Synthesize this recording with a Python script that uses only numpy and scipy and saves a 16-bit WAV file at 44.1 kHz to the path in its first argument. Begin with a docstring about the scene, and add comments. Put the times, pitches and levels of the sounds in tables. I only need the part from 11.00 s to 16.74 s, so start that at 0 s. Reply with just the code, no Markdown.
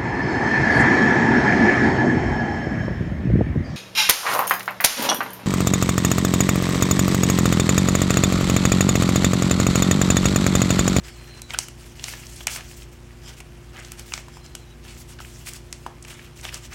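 """Banknotes are sorted by hand over a binder on a table, close to the listener in a quiet room.
Throughout, wavering tones make an appliance hum, and filtered noise makes the air and a soft rustle.
From the start, notes slide and crinkle (random catches and pops) and scrape (resonances); a faint thin
whistle (a wavering, sinking tone) comes and goes. Snaps (noise bursts through three resonances) follow,
loudest near 0.6 and 1.5 s, and creases pop. Fingers tap the binder (ringing tones, a click) from 0.6 s."""
import sys
import numpy as np
from scipy import signal
from scipy.fft import rfft, irfft
from scipy.io import wavfile
from scipy.ndimage import uniform_filter1d

SR = 44100
rng = np.random.default_rng(int(sys.argv[2]) if len(sys.argv) > 2 else 0)


def store_pcm(level_fs):
    """Save levels as 16-bit WAV."""
    pcm = np.round(np.clip(level_fs, -1, 1) * 32767).astype(np.int16)
    wavfile.write(sys.argv[1], SR, np.atleast_2d(pcm).T)


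N = 253134
TIME = np.arange(N) / SR


def from_db(db):
    """Turn decibels into a gain."""
    return np.exp(np.asarray(db) * (np.log(10) / 20))


def rms_one(x):
    """Scale a sound to an average (rms) strength of 1."""
    return x / np.sqrt(np.mean(x ** 2) + 1e-20)


def at_hz(points, hz):
    """Read a spectrum between its points, on a log-frequency axis."""
    f, db = np.transpose(points)
    return np.interp(np.log(np.maximum(hz, 1)), np.log(f), db)


def drift(rate):
    """Wander at random with strength 1, taking a new target rate times a second."""
    knots = rng.standard_normal(int(N / SR * rate) + 2)
    return rms_one(np.interp(TIME * rate, np.arange(len(knots)), knots))


def cut(x, hz, kind, order=2):
    """Keep only part of the pitch range (Butterworth filter)."""
    return signal.sosfilt(signal.butter(order, hz, kind, fs=SR, output="sos"), x)


def band(x, hz, ratio):
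    """Let through a broad resonance from hz / ratio to hz * ratio."""
    return cut(x, [hz / ratio, hz * ratio], "band")


def resonate(x, hz, width_hz):
    """Ring at one pitch; white noise comes out equally strong at any width."""
    r, w = np.exp(-np.pi * width_hz / SR), 2 * np.pi * hz / SR
    ringing = signal.lfilter([1, 0, -1], [1, -2 * r * np.cos(w), r * r], x + 1e-18)
    return ringing * np.sqrt(1 - r)


def colour(x, spectrum, size=8192):
    """Filter a sound to follow a spectrum, responding as early as possible (minimum phase)."""
    gains = from_db(at_hz(spectrum, np.fft.rfftfreq(size, 1 / SR)))
    cepstrum = irfft(np.log(gains))
    # fold the mirrored half forward so that nothing sounds before its cause
    cepstrum[1:size // 2] *= 2
    cepstrum[size // 2 + 1:] = 0
    return signal.fftconvolve(x, irfft(np.exp(rfft(cepstrum))))[:len(x)]


def add(out, s, sound):
    """Mix a short sound in at time s."""
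    at = max(round(s * SR), 0)
    out[at:at + len(sound)] += sound[:max(N - at, 0)]


# tones of the appliance motor: pitch_hz, level_db (rms, before wavering)
HUM_TONES = [(55.5, -47), (117.2, -50.5), (145.3, -54), (234.4, -57.5), (351.5, -54)]


def hum(waver_db=1.0, wander_rad=0.05):
    """Motor and mains tones, each wavering a little in level and phase."""
    out = np.zeros(N)
    for hz, db in HUM_TONES:
        gain = np.sqrt(2) * from_db(db + waver_db * drift(7))
        phase = 2 * np.pi * (hz * TIME + rng.random()) + wander_rad * drift(14.0)
        out += gain * np.sin(phase)
    return out


# colour of the air in the room: pitch_hz, level_db (per hertz, relative)
AIR_COLOUR = [(30, -19.5), (48, 0), (75, 4.5), (105, -5.5), (140, -4), (190, -8.5), (330, -10.5),
              (520, -15.5), (2600, -24.2), (3800, -31), (11000, -38), (16000, -42)]


def room_air(level_db=-47.5):
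    """Steady air noise: random pressure, strongest in the bass."""
    return from_db(level_db) * rms_one(colour(rng.standard_normal(N), AIR_COLOUR))


# colour of the handled paper: pitch_hz, level_db (per hertz, relative)
PAPER_COLOUR = [(300, -4.5), (620, -2), (1000, -2.5), (1540, 0.6), (3000, 2.2), (3800, -3), (4300, -3),
                (5400, -1.3), (7800, -3), (10000, -8), (12500, -12), (15000, -12.5)]


def through_paper(x):
    """The paper strengthens some pitches and weakens others."""
    return colour(x, PAPER_COLOUR)


def stroke(start, length, attack_s=0.024, release_s=0.015):
    """A stroke of the hand speeds up, holds and dies away."""
    attack = np.clip((TIME - start) / attack_s, 0, 1)
    return attack * np.exp(-np.clip((TIME - start - length) / release_s, 0, 20))


# one note slides over another: start_s, length_s, level_db (before each layer's trim),
# brightness_db (treble over bass, before the tilt that rubbing shapes)
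SLIDING_STROKES = [(0.025, 0.064, -45, 0), (0.117, 0.28, -51, -2.5), (0.481, 0.076, -43, -3.5),
                   (0.568, 0.066, -44, 7), (0.765, 0.16, -52, 6), (0.938, 0.096, -49.5, 1),
                   (1.014, 0.13, -41, 4.5), (1.065, 0.029, -38, 9), (1.134, 0.14, -45.5, 3.5),
                   (1.276, 0.16, -47.5, 7), (1.467, 0.14, -40.5, -8), (1.486, 0.083, -38, 12.5),
                   (1.61, 0.22, -51.5, 7), (1.684, 0.036, -45, 9.5), (1.755, 0.022, -48, 14),
                   (1.902, 0.04, -56, 8), (2.211, 0.13, -50.5, -0.5), (2.265, 0.035, -44.5, -2),
                   (2.359, 0.024, -48, 5), (2.719, 0.089, -46.5, -12.5), (2.798, 0.14, -50, 0),
                   (2.961, 0.057, -45, -1), (3.047, 0.11, -47.5, 6), (3.109, 0.097, -46, 1),
                   (3.325, 0.034, -54.5, -1), (3.432, 0.021, -47.5, -3), (3.824, 0.13, -48, 0.5),
                   (3.954, 0.065, -48, 11.5), (4.067, 0.066, -50, 9), (4.192, 0.029, -46, 7.5),
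                   (4.217, 0.34, -53.5, 11.5), (4.447, 0.039, -36.5, 6.5), (4.519, 0.049, -42.5, 7),
                   (4.643, 0.22, -60.5, 13), (5.059, 0.073, -43, -1), (5.128, 0.14, -51.5, -1),
                   (5.349, 0.058, -47, 6), (5.416, 0.077, -40.5, -2.5), (5.514, 0.028, -37, 0),
                   (5.55, 0.02, -36.5, 0), (5.614, 0.039, -44.5, 2), (5.7, 0.039, -40.5, -1.5)]


def sliding(hold_db=-58):
    """Add up the power of all strokes over a soft, steady rustle; give level and brightness in dB."""
    power, bright = from_db(hold_db) ** 2, 0
    for start, length, db, brightness in SLIDING_STROKES:
        push = (from_db(db) * stroke(start, length)) ** 2
        power = power + push
        bright = bright + push * brightness
    return 10 * np.log10(power), bright / power


def friction(catches_per_s, spread_db, smooth):
    """Fibres catch and let go at random, over the smooth hiss of countless finer contacts."""
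    sizes = from_db(spread_db * np.minimum(rng.exponential(1, N), 4))
    catches = (rng.random(N) < catches_per_s / SR) * sizes * rng.choice([-1, 1], N)
    return rms_one(rms_one(catches) + smooth * rng.standard_normal(N))


def rubbing(level, brightness, level_db=-1.0, judder_db=1.53, flex_db=2.16, pivot_hz=3500,
            lean=0.75, steepness=1.18, sizzle=0.12, gentle_db=-47, count=16):
    """Notes slide under uneven pressure: pressed strokes are dull, quick light ones bright."""
    faces = []
    for _ in range(2):
        fibres = friction(catches_per_s=3000, spread_db=2.0, smooth=0.71)
        faces.append(rms_one(through_paper(fibres)))
    edges = np.geomspace(400, 17000, count + 1)
    out = np.zeros(N)
    for k in range(count):
        hz = np.sqrt(edges[k] * edges[k + 1])
        tilt = lean * np.tanh(steepness * np.log(hz / pivot_hz)) * brightness
        # a hard stroke tears the fibres apart faster, which lifts the top; a gentle one has less
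        top = sizzle * max(np.log2(hz / (2 * pivot_hz)), 0) * (level - gentle_db)
        # the sheet's resonances come and go as it bends between the fingers
        flex = flex_db * drift(45)
        # neighbouring bands take turns between the two faces
        out += cut(faces[k % 2], edges[k:k + 2], "band") * from_db(tilt + top + flex)
    return out * from_db(level + level_db + judder_db * drift(110))


def crinkles(level, brightness, smoothing=0.25, per_s=170, level_db=-6.5, spread_db=0.5, q=1.3,
             pop_s=0.00089, low_hz=1200, high_hz=9000, count=10):
    """Small creases pop at random, each a brief crunch at one pitch; pressed strokes crinkle most."""
    sizes = from_db(spread_db * np.minimum(rng.exponential(1, N), 3))
    creases = sizes * (rng.random(N) < per_s / SR)
    dealt = rng.integers(0, count, N)  # which pitch each crease gets
    grit, out = rng.standard_normal(N), np.zeros(N)
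    for k, hz in enumerate(np.geomspace(low_hz, high_hz, count)):
        crunch = signal.lfilter([1], [1, -np.exp(-1 / (pop_s * SR))], creases * (dealt == k) + 1e-18)
        out += resonate(crunch * grit, hz, hz / q)
    return rms_one(through_paper(out)) * from_db(level + level_db - smoothing * brightness)


# a note's edge scrapes along a bowed note: start_s, length_s, level_db
EDGE_SCRAPES = [(0.043, 0.077, -53), (2.239, 0.045, -46.5), (3.311, 0.072, -52.5), (3.428, 0.027, -52)]
# the bowed note's resonances: pitch_hz, width_hz, level_db (relative)
BOWED_RESONANCES = [(2510, 260, -14), (3240, 160, -1), (5140, 280, 2), (7200, 240, -2.5)]


def scrapes():
    """The catching edge sets the bowed note singing faintly."""
    edge = friction(catches_per_s=1400, spread_db=3.0, smooth=0.5)
    note = rms_one(sum(from_db(db) * resonate(edge, hz, width) for hz, width, db in BOWED_RESONANCES))
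    return note * sum(from_db(db) * stroke(start, length) for start, length, db in EDGE_SCRAPES)


# a faint thin whistle: start_s, length_s, pitch_hz (mid-whistle, before wobble),
# level_db (of the tone's peak, before flutter)
FAINT_WHISTLES = [(0.07, 0.092, 4450, -58), (0.148, 0.25, 4140, -53.5), (0.41, 0.094, 3970, -50),
                  (3.4, 0.25, 4100, -60.5), (3.66, 0.079, 3880, -58.5)]


def whistles(sag_hz_per_s=120, waver_hz=18, rough_hz=90, flutter_db=2.6, fade_s=0.014):
    """A faint thin whistle near 4 kHz, wavering and sinking in pitch."""
    out = np.zeros(N)
    wobble_hz = waver_hz * drift(50) + rough_hz * drift(970)
    flutter = flutter_db * drift(55)
    for start, length, hz, db in FAINT_WHISTLES:
        on = (TIME >= start) & (TIME < start + length)
        t = TIME[on] - start
        pitch = hz - sag_hz_per_s * (t - length / 2) + wobble_hz[on]
        swell = np.clip(np.minimum(t, length - t) / fade_s, 0, 1)
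        tone = np.sin(2 * np.pi * np.cumsum(pitch) / SR)
        add(out, start, from_db(db + flutter[on]) * swell * tone)
    return out


def slips(slip_s, abrupt_s=0.0011, rise_share=0.44, ring_s=0.0035, ring_db=-13, size=1024, count=17):
    """A rush of tiny slips swells and dies; an abrupt buckle starts with a crack."""
    t = TIME[:size]
    fall = np.exp(-(t / (2 * slip_s)) ** 2) + from_db(ring_db) * np.exp(-t / ring_s)
    rush = fall * (1 - np.exp(-t / (rise_share * slip_s)))
    crack = (abrupt_s / slip_s) ** 2 * (t == 0)
    force = rfft(rng.standard_normal(size) * rush + crack)
    # spread the force evenly over all pitches
    even = force / np.sqrt(uniform_filter1d(np.abs(force) ** 2, count))
    return irfft(even) * (t < t[-1] / 2)


# a note buckles or flicks free: start_s, level_db, crispness_db (edge over crease), slip_s,
# crease_pitch_hz, free_edge_pitch_hz
NOTE_FLICKS = [(0.082, -39.5, -3, 0.0018, 2430, 5800), (0.418, -34.5, 12, 0.0012, 2810, 8400),
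               (0.5048, -29, 3, 0.0018, 2220, 3160), (0.534, -27, -7.5, 0.005, 2780, 11800),
               (0.5458, -25.5, -2, 0.00076, 1430, 2280), (0.5881, -17, 13, 0.00051, 3230, 6800),
               (0.683, -36.5, 2, 0.0017, 2800, 10300), (0.995, -39, 5, 0.0011, 3120, 3400),
               (1.04, -25.5, 10, 0.00099, 2200, 5300), (1.0826, -32.5, -4.5, 0.0008, 2110, 7700),
               (1.136, -33.5, -10, 0.0013, 1890, 7800), (1.4053, -35.5, -10, 0.0031, 3270, 8000),
               (1.4696, -17.5, 4, 0.0011, 2240, 8050), (1.5589, -29.5, 0, 0.0021, 2660, 5400),
               (2.4016, -37, -1.5, 0.0032, 2320, 8200), (2.8475, -39.5, 7, .0014, 2330, 5000),
               (2.9183, -34, 7.5, 0.0011, 2500, 10200), (2.9935, -35.5, 7, 0.0018, 3040, 8900),
               (3.1208, -32.5, -12, 0.00085, 2440, 9000), (3.1374, -22, 3, 0.00061, 2290, 4970),
               (3.1776, -30.5, -2, 0.00041, 2100, 4300), (3.5509, -31, 4.5, 0.0012, 3240, 8200),
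               (4.186, -38.5, 1, .004, 1470, 2870), (4.2023, -38.5, -1, 0.00074, 1380, 2630),
               (4.5354, -37, 18, .0004, 3490, 8700), (4.7271, -30, 9, 0.0006, 2020, 6700),
               (5.0479, -38.5, -3, 0.002, 2560, 6000), (5.4515, -28.5, -4, 0.00072, 3060, 4400),
               (5.542, -30, 18, 0.0019, 1860, 7200)]


def snaps(body_hz=980, body_db=-4.5, length_s=0.0065, size=1024):
    """Each buckle drives sheet, crease and free edge; gives near snaps and even cracks for the room."""
    direct, scattered = np.zeros(N), np.zeros(N)
    single_click = 1. * (TIME[:size] == 0)
    for s, flick_db, crisp_db, slip_s, crease_hz, edge_hz in NOTE_FLICKS:
        # the broad sheet gives body; its level is relative to the crease
        shares = from_db([body_db, 0, crisp_db])
        gains = from_db(flick_db) * np.sqrt(length_s * SR) * shares / np.linalg.norm(shares)
        for out, force in (direct, slips(slip_s)), (scattered, single_click):
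            sheet = through_paper(force)
            # each resonance's width is its upper edge over its centre
            parts = band(sheet, body_hz, 1.69), band(sheet, crease_hz, 1.146), band(sheet, edge_hz, 1.61)
            add(out, s, sum(gain * part / np.linalg.norm(part) for part, gain in zip(parts, gains)))
    return direct, scattered


# a single small crease pops inside a rustle: start_s, level_db, pitch_hz
CREASE_POPS = [(0.393, -48, 2000), (1.267, -38.5, 5800), (1.4795, -25.5, 2380), (1.821, -42.5, 3180),
               (2.107, -47, 1820), (2.76, -42, 2500), (2.7915, -43.5, 1490), (2.798, -44.5, 7560),
               (2.8142, -43, 1640), (3.462, -42.5, 5500), (3.886, -45, 2720), (4.2476, -39.5, 2070),
               (5.025, -39.5, 8050), (5.04, -48, 4500), (5.1934, -39.5, 2040), (5.411, -41, 6800),
               (5.49, -31.5, 2580)]


def pops(slip_s=0.0013, ratio=1.35, length_s=0.0039):
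    """The clearest creases: each gives way at once and rings briefly at one broad pitch."""
    out = np.zeros(N)
    for s, db, hz in CREASE_POPS:
        crease = band(through_paper(slips(slip_s)), hz, ratio)
        add(out, s, from_db(db) * np.sqrt(length_s * SR) * crease / np.linalg.norm(crease))
    return out


# a finger taps the binder: start_s, level_db (of the knock; the nail follows half of it)
FINGER_TAPS = [(0.588, -24), (3.283, -30), (3.37, -30), (4.2034, -28.5), (4.864, -14.5)]
# ringing of the binder's cover: pitch_hz, level_db (relative), t60_s (time to fall 60 dB at damping 1)
COVER_MODES = [(283, -5, 0.013), (987, -0.5, 0.01)]


def taps(damping=1, nail_db=-23, nail_s=0.0037, size=2048):
    """The nail clicks and the fingertip rings the cover; more damping makes its tones broader."""
    out, knock, t = np.zeros(N), np.zeros(size), TIME[:size]
    for hz, db, t60 in COVER_MODES:
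        knock += from_db(db - 60 * damping * t / t60) * np.sin(2 * np.pi * hz * t)
    knock = cut(knock, [450, 2500], "band")
    for s, db in FINGER_TAPS:
        nail = through_paper(rng.standard_normal(size) * np.exp(-t / nail_s))
        add(out, s, from_db(db) * knock + from_db(nail_db + .5 * db) * nail)
    return out


def room(x, t60_s=0.35, first_s=0.00212, wall_hz=9000):
    """Scattered reflections from the table and walls die away quickly."""
    t = TIME[:SR // 2]
    noise = cut(rng.standard_normal(len(t)), wall_hz, "low", order=1)
    tail = noise * from_db(-60 * t / t60_s) * (t > first_s)
    return signal.fftconvolve(x, tail / np.sqrt(np.sum(tail ** 2)))[:N]


def scene(room_db=-12.5, tap_room_db=-9):
    """Close paper, a faint whistle and their reflections over the steady room."""
    level, brightness = sliding()
    handling = rubbing(level, brightness) + crinkles(level, brightness) + scrapes() + pops()
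    sustained = handling + whistles()
    flicks, scattered = snaps()
    knocks = taps()
    # the whole binder thuds into the room, more broadly than the spot under the finger
    thuds = taps(damping=2)
    reflections = room(from_db(room_db) * (sustained + scattered) + from_db(tap_room_db) * thuds)
    return (sustained + knocks + flicks + reflections + room_air() + hum())[None]


def record(dry, cutoff_hz=16100):
    """Cut the top of the treble steeply."""
    return signal.sosfilt(signal.ellip(10, .1, 80, cutoff_hz, fs=SR, output="sos"), dry)


dry = scene()
out = record(dry)
store_pcm(out)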